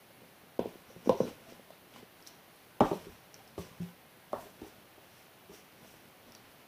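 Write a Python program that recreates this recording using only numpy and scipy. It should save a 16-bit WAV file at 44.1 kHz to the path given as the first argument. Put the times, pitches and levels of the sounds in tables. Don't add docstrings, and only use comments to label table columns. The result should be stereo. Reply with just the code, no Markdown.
import sys
import numpy as np
from scipy import signal
from scipy.io import wavfile
from scipy.ndimage import uniform_filter1d

SR = 44100
rng = np.random.default_rng(int(sys.argv[2]) if len(sys.argv) > 2 else 0)


def volts_from_decibels(level):
    exponent = np.asarray(level, float) / 20
    return 10 ** exponent


def dump(signal):
    limited = np.clip(np.atleast_2d(signal).T, -1, 1)
    pcm = np.round(limited * 32767).astype(np.int16)
    wavfile.write(sys.argv[1], SR, pcm)


N = 294191

# t/s, peak
# level/dB, f/Hz, length/cycles, hardness/dB
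NEAR_CONTACTS = [(.104, -54, 560, 1.3, -8), (.218, -50.5, 513, 0.71, -7), (.232, -49, 530, 0.77, -12),
                 (.434, -47, 240, 0.5, -20), (.5924, -17.5, 485, 0.47, -2.5), (.657, -27, 470, 0.49, -25),
                 (.755, -42, 368, 0.67, -19), (.900, -51.5, 503, 2.2, -20), (.963, -40.5, 334, 0.22, -21),
                 (1.059, -39.5, 494, 1.8, 9), (1.0732, -20.5, 318, 0.68, -20),
                 (1.0936, -13.5, 498, 1.54, -22), (1.0932, -15.5, 935, 1.57, 1.5),
                 (1.2033, -16, 494, 0.92, -4), (1.252, -32, 460, 0.8, -18), (1.281, -37, 300, 1, -24),
                 (1.31, -45, 296, 0.41, -15), (1.419, -52, 229, 0.48, -15), (1.522, -43, 497, 0.6, -12),
                 (1.595, -47, 486, 0.7, -14), (1.704, -45, 620, 1.04, 5.5), (1.961, -40, 970, 0.61, -38),
                 (2.027, -48.5, 417, 1.2, -8), (1.113, -29, 685, 2.6, -15), (.6395, -36, 806, .6, -15),
                 (.609, -33, 420, 1.1, -17), (.673, -38.5, 410, 1.2, -15), (1.107, -29, 492, 1.1, -20),
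                 (1.138, -44, 710, 1.2, -15), (1.119, -37, 950, 1.6, -15), (1.097, -31, 980, 1.3, -11),
                 (1.109, -44, 1000, 0.96, -15), (.62, -44, 890, 1.1, -15), (1.131, -39, 420, 1, -15),
                 (1.148, -34, 400, 1.7, -15), (1.161, -47, 513, 1.3, -15), (1.217, -34, 480, 0.93, -18),
                 (1.243, -35, 300, 1.5, -15),
                 (1.465, -53, 673, 3, -20), (1.485, -50, 676, 3, -20), (1.922, -54, 580, 1.2, -15),
              (1.226, -36, 272, 1.2, -20), (.618, -40, 700, 2.5, -20), (.595, -34, 950, 1.2, -20),
              (.605, -36, 600, 1.2, -20), (.648, -42, 430, 1.1, -20), (.69, -46, 600, 1.5, -20),
              (1.125, -34, 700, 1.5, -20), (1.112, -35, 277, 1.2, -20), (1.268, -38, 426, 1, -20),
              (1.232, -32, 480, 1.2, -20)]
CABINET_CONTACTS = [(2.8066, -4.5, 890, 0.41, -13), (2.8097, -15, 400, 1.27, 2.5),
                    (2.9136, -21.5, 600, 0.18, -2.5), (2.916, -22.5, 400, 0.79, -27),
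                    (3.068, -40.5, 400, 1.2, -26), (3.579, -30, 414, 0.65, -2.5),
                    (3.800, -44, 314, 0.61, -17), (3.812, -48, 373, 2.2, -11),
                    (4.3317, -21.5, 710, 0.6, -15.5), (4.3345, -26.5, 560, 1.7, -30),
                    (4.366, -42, 870, 0.83, -10), (4.468, -46, 620, 1.3, -16),
                    (4.617, -34.5, 336, 0.72, -8), (4.634, -41, 380, 0.8, -22), (4.665, -49, 400, 0.6, -16),
                    (4.78, -50, 179, 0.38, -24), (5.494, -46, 402, 1.7, -11), (5.54, -46.5, 423, 0.56, -13),
                    (5.847, -45, 527, 0.35, -16), (5.94, -50, 600, 0.39, -8), (4.98, -51, 450, 0.81, 2),
                    (5.518, -45.5, 427, 0.56, -2), (2.8112, -13, 710, 1, -22), (4.331, -26, 1130, 1.5, -15),
                    (2.823, -28, 770, 1.2, -17), (2.855, -34, 770, 2, -17), (2.9195, -32, 467, 0.53, -21),
                    (2.829, -29, 300, .8, -17), (2.816, -31, 1500, 1.5, -20), (2.838, -26, 1210, 1.3, -20),
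                    (2.928, -27, 900, 0.88, -17), (2.843, -31, 274, 1.7, -13), (3.585, -32, 600, 0.71, -18),
                    (4.3295, -44, 600, 0.68, -17), (4.359, -33, 900, 2, -15), (4.383, -38, 710, 2.2, -19),
                    (4.403, -48, 985, 0.91, -15), (4.397, -53, 707, 1.9, -12),
                    (4.321, -45, 700, 1.2, -22), (4.348, -40, 780, 1.8, -18), (4.352, -39, 1370, 1.4, -20),
                 (4.374, -42, 1000, .9, -20), (4.455, -47.5, 410, 1.3, -20), (4.338, -37, 1800, 1.2, -25),
                 (3.582, -44.5, 1110, 3.4, -20), (3.4, -53, 780, 5, -25), (3.878, -56, 790, 4.3, -25),
                 (3.772, -54, 800, 1.2, -20), (2.8092, -19.5, 1100, 1.2, -20), (2.876, -38, 1180, 4.4, -20),
                 (2.945, -42, 190, 1.6, -25), (2.8085, -18.5, 598, 1.9, -25), (2.818, -24, 284, 1.17, -25),
                 (2.862, -35, 540, 2.5, -25), (2.89, -44, 560, 2.5, -25), (2.93, -33, 560, 2, -25),
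                 (2.914, -31, 950, 1.5, -25), (2.813, -17, 300, .6, -25), (4.39, -41, 673, 2.5, -22),
                 (4.41, -46, 680, 2.5, -22), (4.645, -46, 790, 1.8, -20)]
# t/s, peak level/dB, f/Hz, length/cycles
NEAR_THUDS = [
    (.596, -39.5, 104, 0.42),
    (1.1, -46, 55, 0.45),
    (1.1, -52, 33, .5),
    (1.098, -38, 133, 0.83),
    (1.208, -34, 146, 0.86),
]
CABINET_THUDS = [
    (2.812, -38, 59.6, 0.51),
    (2.815, -41, 36, .5),
    (3.07, -57, 45, .6),
    (5.5, -62, 70, 0.55),
    (2.811, -30.5, 134, 1.16),
    (3.083, -52.5, 82.4, 1.8),
    (3.581, -41, 86, 1.02),
    (4.621, -46.5, 80, 0.47),
]
# t/s, level/dB
NEAR_JOLTS = [
    (0.219, -49),
    (.963, -40.5),
    (2.028, -52),
]
CABINET_JOLTS = [(2.8068, -13.5), (2.81, -14), (2.913, -27.5), (3.065, -42), (3.594, -30), (3.801, -26.5),
                 (3.8074, -37), (3.8181, -31.5), (3.830, -34), (3.8506, -39.5), (3.66, -42), (3.71, -48),
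                 (5.494, -45)]
# t/s, peak level/dB, fade/s, left minus right/dB
CRACKS = [(0.5933, -41, 0.0015, -1), (0.657, -64, 0.0027, -3), (1.0716, -58, 0.0022, -3),
          (1.0943, -34, 0.0015, 2), (1.204, -44, 0.0016, 3), (1.705, -51.5, 0.0019, -7),
          (2.807, -32, 0.0015, 3.5), (2.912, -44, 0.0046, -1), (3.58, -43.5, 0.0038, -2),
          (4.329, -43.5, 0.0023, 7), (4.6155, -53.5, 0.0022, -17.5)]
# peak t/s, drag level/dB, rise/s, fall/s, grit over drag/dB
SLIDES = [(.67, -46, 0.086, 0.43, -12.5), (.91, -48, 0.1, .3, -16), (1.08, -40, 0.093, 0.016, -12.5),
          (1.17, -56, .2, .2, -2), (1.28, -39.5, 0.25, 0.15, -10), (1.5, -45.5, 0.22, 0.17, -10),
          (1.97, -43, 0.091, 0.11, -9), (2.19, -48, 0.06, 0.082, -11.5), (2.3, -48.5, 0.03, 0.17, -12),
          (2.85, -56, 0.039, 0.23, 9), (2.95, -46.5, 0.073, 0.35, -8), (3.1, -45.5, 0.55, 0.18, -12),
          (3.35, -52.5, 0.082, 0.74, -8.5), (3.61, -42, 0.04, 0.26, -10.5), (3.7, -58, .3, .13, -7),
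          (3.83, -45, 0.089, 0.15, -8.5), (4.38, -39.5, 0.12, 0.14, -27), (4.45, -50, .2, 0.17, -5),
          (4.71, -49, 0.43, 0.24, -9.5), (5.2, -55.5, 0.55, 0.28, -6), (5.55, -58, 0.098, 0.22, 2),
          (5.84, -48.5, 0.22, 0.5, -12), (6.3, -49, 0.17, 0.12, -15), (6.38, -51.5, 0.16, 0.95, -11)]
# peak t/s, level/dB, rise/s, fall/s
SQUEALS = [
    (1.22, -55, .03, 0.12),
    (1.25, -53, 0.068, 0.04),
    (1.295, -57, .03, 0.04),
]
# peak t/s, swish level/dB, rise/s, fall/s, microphone port whistle over swish/dB
BRUSHES = [(.3, -71, .4, 0.29, -8), (.6, -80, .03, .1, -4), (.67, -69, .1, .3, -8), (.9, -65, .06, 0.11, 1),
           (1.09, -58, 0.12, 0.11, 2), (1.215, -53, 0.082, 0.13, -1), (1.25, -59, .1, 0.11, -1),
           (1.5, -72, 0.11, .15, 5), (1.97, -71, .1, .2, -3), (2.278, -36.5, .03, 0.034, -19),
           (2.3, -61, 0.0092, 0.14, -3), (2.82, -44, 0.018, 0.48, -16), (2.95, -41, 0.054, 0.097, -20),
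           (3.0, -85, .1, 0.11, -17), (3.345, -60, 0.0065, 0.033, 3), (3.59, -34.5, .015, 0.056, -29),
           (3.61, -43, 0.027, 0.14, -16), (3.83, -69, .1, .2, -4), (4.41, -41, .12, 0.18, -27),
           (4.68, -44, 0.11, 0.044, -19), (5.2, -54, 0.26, 0.15, -15), (5.55, -41, 0.059, 0.097, -16),
           (5.89, -45.5, 0.14, 0.23, -19), (6.33, -62, 0.23, 0.11, -10)]
# t/s, peak level/dB, f/Hz, left minus right/dB
TICKS = [(.5935, -44, 2450, -4), (.594, -44, 3500, -4), (1.0945, -38, 2800, -2), (1.205, -44, 1700, -1),
         (1.501, -48, 5900, -6.5), (1.5313, -46, 5200, -3), (1.9392, -42.5, 3160, -4.0),
         (1.962, -50, 3060, -10), (2.2255, -50, 5330, -22), (2.2664, -40.5, 4040, -4),
         (2.2731, -36.5, 5430, -15.5), (2.5594, -58, 2980, -4.5), (2.5596, -55, 9000, -4),
         (1.985, -47, 3000, -6), (3.3428, -37.5, 5650, -14), (3.3584, -63, 5840, -6.5),
         (3.477, -49.5, 5160, -15), (5.3994, -56, 3010, -8), (6.2307, -51, 3300, -7),
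         (6.3215, -46.5, 5500, -16), (6.3505, -39.5, 5770, -11), (6.352, -46, 4600, -9)]
# f/Hz, level/dB, time to fall 60 dB/s
NEAR_BOARDS = [(245, 9, 0.018), (353, -4.5, 0.15), (403, -7, 0.096), (600, -26, 0.045), (710, -10, 0.067),
               (922, -3.5, 0.026), (1044, -17, 0.044)]
CABINET_BOARDS = [(248, 8.5, 0.094), (400, -1, 0.091), (560, 10, 0.3), (608, 5.5, 0.073), (770, 5.5, 0.08),
                  (892, 9, 0.11), (1181, 9, 0.052), (1467, -16, 0.068)]
# f/Hz, level/dB, time to fall 60 dB/s
PANEL = [(174.5, -6, 0.23), (385.5, -12, 0.17), (187.3, -18, .15), (127, -20, 0.057), (206, -24, 0.091)]
# f/Hz, level/dB, time to fall 60 dB/s, left-right likeness (0 to 1)
ROOM = [(80, 8.5, 0.14, 0.35), (229, 0.5, 0.22, 0.13), (400, -1.5, 0.32, 0.68), (670, -2.5, 0.36, 0.8),
        (1340, 2, 0.35, 0.033), (4370, 4, 0.34, 0.34), (12000, -51, 0.19, .1)]
# f/Hz, level per Hz/dB
HISS = [(15, -29), (25, -18), (49, -20), (92, 2), (206, -4.5), (270, -7.5), (394, 2), (439, -4.5),
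        (560, 4.5), (754, -3.5), (2280, -12.5), (8140, -24.5), (11300, -14), (14800, -5.5), (16000, -27)]
# f/Hz, left minus right/dB
HISS_BALANCE = [(60, 1), (110, -7), (200, -22.5), (380, -11), (700, -8.5), (1290, -14), (2380, -20.5),
                (4400, -19.5), (8120, -8.5), (15000, -6)]
# f/Hz, level/dB
OPENING = [(45, 12), (110, 21), (1000, 3), (3000, -19), (10000, 8.5)]


def contacts(events, thuds, jolts, boards, boards_db, boom_db):
    t = np.arange(SR // 15) / SR
    pulses, pushes = np.zeros((2, N))
    struck, modes_hz = np.zeros((len(boards), N)), np.array(boards)[:, 0]
    luck_db = 2.5 * np.tile(rng.standard_normal((40, len(boards))), (2, 1))
    thud_hardness_db = -30
    touches = events + [(*row, thud_hardness_db) for row in thuds]
    for k, (s, peak_db, hz, cycles, hard_db) in enumerate(touches):
        start = round(s * SR)
        age = t * hz / max(cycles, .2)
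        swell = (age * np.exp(1 - age)) ** 0.94
        pulse = -volts_from_decibels(peak_db) * np.sin(2 * np.pi * hz * t) * swell
        pulses[start:start + len(t)] += signal.lfilter(*signal.butter(2, hz / 5.0, "high", fs=SR), pulse)
        reach_db = hard_db * (modes_hz > 500) + 7 * np.minimum(np.log2(modes_hz / hz), 0)
        struck[:, start + 30] += volts_from_decibels(peak_db + reach_db + luck_db[k])

    carried = [(row[0], row[1] + boom_db) for row in events]
    for s, push_db in carried + jolts:
        start = round(s * SR)
        pushes[start:start + len(t)] -= volts_from_decibels(push_db) * np.exp(-t / 0.00077) / (0.00089 * SR)

    rung = 0
    for x, (hz, level_db, t60) in zip(struck, boards):
        rung = rung + volts_from_decibels(level_db + boards_db) * ring(x, hz, min(t60, .065))
    rung = signal.sosfilt(signal.butter(3, 1200, fs=SR, output="sos"), rung)
    rung = signal.lfilter(*signal.butter(2, 130, "high", fs=SR), rung)
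    boom = sum(volts_from_decibels(level_db) * ring(pushes, hz, t60) for hz, level_db, t60 in PANEL)
    return pulses + rung, signal.lfilter(*signal.butter(2, 90, "high", fs=SR), boom)


def cracks():
    out, t = np.zeros((2, N)), np.arange(SR // 20) / SR
    grit = rng.standard_normal((len(CRACKS), 2, len(t)))
    shared = .8
    grit[:, 1] = shared * grit[:, 0] + np.sqrt(1 - shared ** 2) * grit[:, 1]
    grit[:, :, 0] = 5
    for k, (s, peak_db, fade_s, pan_db) in enumerate(CRACKS):
        start = round(s * SR)
        level = volts_from_decibels(peak_db + pan_db * np.array([[.5], [-.5]]))
        out[:, start:start + len(t)] += level * grit[k] * np.exp(-t / fade_s)
    by_cabinet = np.arange(N) > 2.5 * SR
    out[1] = np.where(by_cabinet, np.roll(out[1], round(.0003 * SR)), out[1])
    dulled = signal.lfilter([.4], [1, -.75], out) + 0.012 * out
    bright = .5 * dulled + resonance(dulled, hz=3260, width=2600) + .45 * resonance(dulled, hz=4900, width=1000)
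    return signal.sosfilt(signal.butter(2, 1300, "high", fs=SR, output="sos"), bright)


def scuffing():
    # rise held to the shortest, 0.003 s, fall 0.02 s, 6 dB below its crack
    sprays = [(s, peak_db, 0.0026, 0.02, -6) for s, peak_db, *_ in CRACKS]
    drag_db = strokes(SLIDES, rest_db=-61.5)
    grit_db = strokes(SLIDES + sprays, rest_db=-69, extra_db=[row[-1] for row in SLIDES + sprays])
    swish_db = strokes(BRUSHES, rest_db=-85.5)
    whistle_db = strokes(BRUSHES, rest_db=-137, extra_db=[row[-1] for row in BRUSHES])
    squeal_db = strokes(SQUEALS, rest_db=-120)

    sizes = volts_from_decibels(3.55 * np.minimum(rng.exponential(1, N), 4.5)) * rng.choice([-1, 1], N)
    slips = sizes * (rng.random(N) < 900 / SR)
    dealt = rng.integers(0, 12, N)
    pitches_hz = np.geomspace(240, 1150, 12)
    drag = sum(ring(slips * (dealt == k), hz, 4.3 / hz) for k, hz in enumerate(pitches_hz))
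    drag = volts_from_decibels(drag_db - 14.5) * rms_one(drag)

    shared = rng.standard_normal((3, N))
    common = np.stack([shared, np.roll(shared, 16, axis=1)], axis=1)
    grit_noise, port_noise, cloth_noise = rng.standard_normal((3, 2, N)) + 0.32 * common
    grains = rms_one(np.array([slips, np.roll(slips, 16)]))

    grit = rms_one(resonance(grit_noise + 0.72 * grains, hz=2280, width=2270))
    grit = volts_from_decibels(grit_db - 3.0 + drift(16)) * grit
    whistle = resonance(port_noise + .5 * grains[:, ::-1], hz=5750, width=1100)
    whistle = rms_one(resonance(whistle, hz=5750, width=1100))
    whistle = volts_from_decibels(whistle_db - 1 + 1.5 * drift(40)) * whistle
    high_squeal = resonance(resonance(port_noise, hz=3960, width=120), hz=3970, width=200)
    low_squeal = resonance(resonance(grit_noise, hz=1400, width=250), hz=1400, width=300)
    squeal = volts_from_decibels(squeal_db) * rms_one(high_squeal + 0.96 * low_squeal)
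    swish = rms_one(resonance(cloth_noise, hz=10300, width=22000))
    swish = volts_from_decibels(swish_db - 14.5 + 1.0 * drift(40)) * swish

    fine = (grit + whistle + squeal) * volts_from_decibels(np.array([[-2.5], [2.5]]))
    return drag, fine + swish * volts_from_decibels(np.array([[1.5], [-1.5]]))


def ticks():
    out, t = np.zeros((2, N)), np.arange(SR // 50) / SR
    grit = rng.standard_normal((len(TICKS), len(t)))
    for k, (s, peak_db, hz, pan_db) in enumerate(TICKS):
        start = round(s * SR)
        tick = (np.sin(2 * np.pi * hz * t) + .35 * grit[k]) * np.exp(-t / .0008)
        out[:, start:start + len(t)] += volts_from_decibels(peak_db + pan_db * np.array([[.5], [-.5]])) * tick
    return out


def room(x, first_s, early_db, lasting=1):
    t, tail = np.arange(SR // 2) / SR, 0
    for hz, (mid, side) in half_octaves(len(t)):
        alike = np.clip(at_hz(ROOM, hz, column=3), 0, 1)
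        fade = volts_from_decibels(at_hz(ROOM, hz) - 60 * t / at_hz(ROOM, hz, column=2) / lasting)
        tail = tail + fade * (np.sqrt(1 + alike) * mid + np.sqrt(1 - alike) * side * [[1], [-1]])
    tail = tail * np.clip(t / first_s - 1, 0, 1) * volts_from_decibels(early_db * np.exp(-t / 0.0048))
    return signal.fftconvolve(x[None], tail, axes=1)[:, :N]


def hiss(opening):
    out = 0
    for hz, noise in half_octaves(N):
        half_db = at_hz(HISS_BALANCE, hz) / 2
        left_db = half_db + at_hz(OPENING, hz) * opening + 2.3 * drift(16)
        right_db = 0.44 * drift(2.3) - half_db
        out = out + volts_from_decibels(at_hz(HISS, hz)) * noise * volts_from_decibels(np.array([left_db, right_db]))
    return out / np.sqrt(np.mean(out[1] ** 2))


def ring(x, hz, t60):
    r, w = volts_from_decibels(-60 / (t60 * SR)), 2 * np.pi * hz / SR
    return signal.lfilter([0, np.sin(w)], [1, -2 * r * np.cos(w), r * r], x + 1e-18)


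def resonance(x, hz, width):
    return signal.lfilter(*signal.iirpeak(hz, hz / width, SR), x)


def strokes(rows, rest_db, extra_db=0):
    t, power = np.arange(0, N + 40, 40) / SR, volts_from_decibels(2 * rest_db)
    for (s, peak_db, rise_s, fall_s, *_), add_db in zip(rows, np.broadcast_to(extra_db, len(rows))):
        away = np.where(t < s, (s - t) / max(rise_s, .003), (t - s) / max(fall_s, .003))
        power = power + volts_from_decibels(2 * (peak_db + add_db - 20 * np.minimum(away, 8)))
    return np.interp(np.arange(N) / SR, t, 10 * np.log10(power))


def drift(rate):
    r = np.exp(-80 * np.pi * rate / SR)
    slow = signal.lfilter([1], [1, -2 * r, r * r], rng.standard_normal(N // 40 + 2002))[2000:]
    return np.interp(np.arange(N) / 40, np.arange(len(slow)), rms_one(slow))


def half_octaves(size):
    edges = 25 * 2 ** np.arange(0, 9.6, .5)
    white = rng.standard_normal((2, 2, size))
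    for k, (low, high) in enumerate(zip(edges, edges[1:])):
        band = signal.butter(2, [low, high], "band", fs=SR, output="sos")
        yield np.sqrt(low * high), signal.sosfilt(band, white[k % 2])


def at_hz(points, hz, column=1):
    points = np.array(points)
    return np.interp(np.log(hz), np.log(points[:, 0]), points[:, column])


def rms_one(x):
    return x / np.sqrt(np.mean(x ** 2) + 1e-20)


def placed(x, lag_s, pan_db):
    lag = round(lag_s * SR)
    left = np.roll(x, max(lag, 0)) * volts_from_decibels(pan_db / 2)
    right = np.roll(x, max(-lag, 0)) * volts_from_decibels(-pan_db / 2)
    return np.array([left, right])


def scene():
    drag, fine = scuffing()
    hit, boom = contacts(NEAR_CONTACTS, NEAR_THUDS, NEAR_JOLTS, NEAR_BOARDS,
                         boards_db=-8.5, boom_db=-13.5)
    near = placed(hit, lag_s=0.00022, pan_db=2.0) + placed(boom, lag_s=0, pan_db=6.5)
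    near += volts_from_decibels(-38.0) * room(hit + 1.67 * drag, first_s=0.00138, early_db=26.5, lasting=0.8)

    hit, boom = contacts(CABINET_CONTACTS, CABINET_THUDS, CABINET_JOLTS, CABINET_BOARDS,
                         boards_db=-17.0, boom_db=-36)
    far = placed(hit, lag_s=-0.00028, pan_db=1.5) + placed(boom, lag_s=0, pan_db=8.0)
    far += volts_from_decibels(-38.0) * room(hit, first_s=0.0037, early_db=25.0, lasting=0.85)

    tick, crack = ticks(), cracks()
    echo = volts_from_decibels(-39.5) * room(tick[1], first_s=0.0029, early_db=22)
    echo += volts_from_decibels(-30) * room(crack[1], first_s=0.0061, early_db=-33.0)
    return near + far + placed(drag, lag_s=0.000089, pan_db=-7.5) + fine + tick + crack + echo


def low_pass(x):
    return signal.sosfilt(signal.butter(12, 16390, fs=SR, output="sos"), x)


def record(dry):
    level_db = 10 * np.log10(uniform_filter1d(dry[0] ** 2, size=400) + 1e-12)
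    slope = 90 * np.arange(N) / SR
    held_db = np.maximum.accumulate(level_db + slope) - slope
    opening = np.clip((held_db + 46.0) / 22, 0, 1)
    noise = volts_from_decibels(-56 + 3) * hiss(opening)

    coming_db = np.roll(level_db, -240)
    sudden = coming_db - level_db > 29
    duck = uniform_filter1d(np.clip((coming_db + 36) / 8, 0, 1) * sudden, size=60)
    mix = (dry + noise) * volts_from_decibels(-26 * duck)
    mix = signal.sosfilt(signal.cheby2(18, 50, 15720, fs=SR, output="sos"), mix)
    mix = signal.sosfilt(signal.butter(2, 30, "high", fs=SR, output="sos"), mix)
    return low_pass(mix)


dry = scene()
out = record(dry)
dump(out)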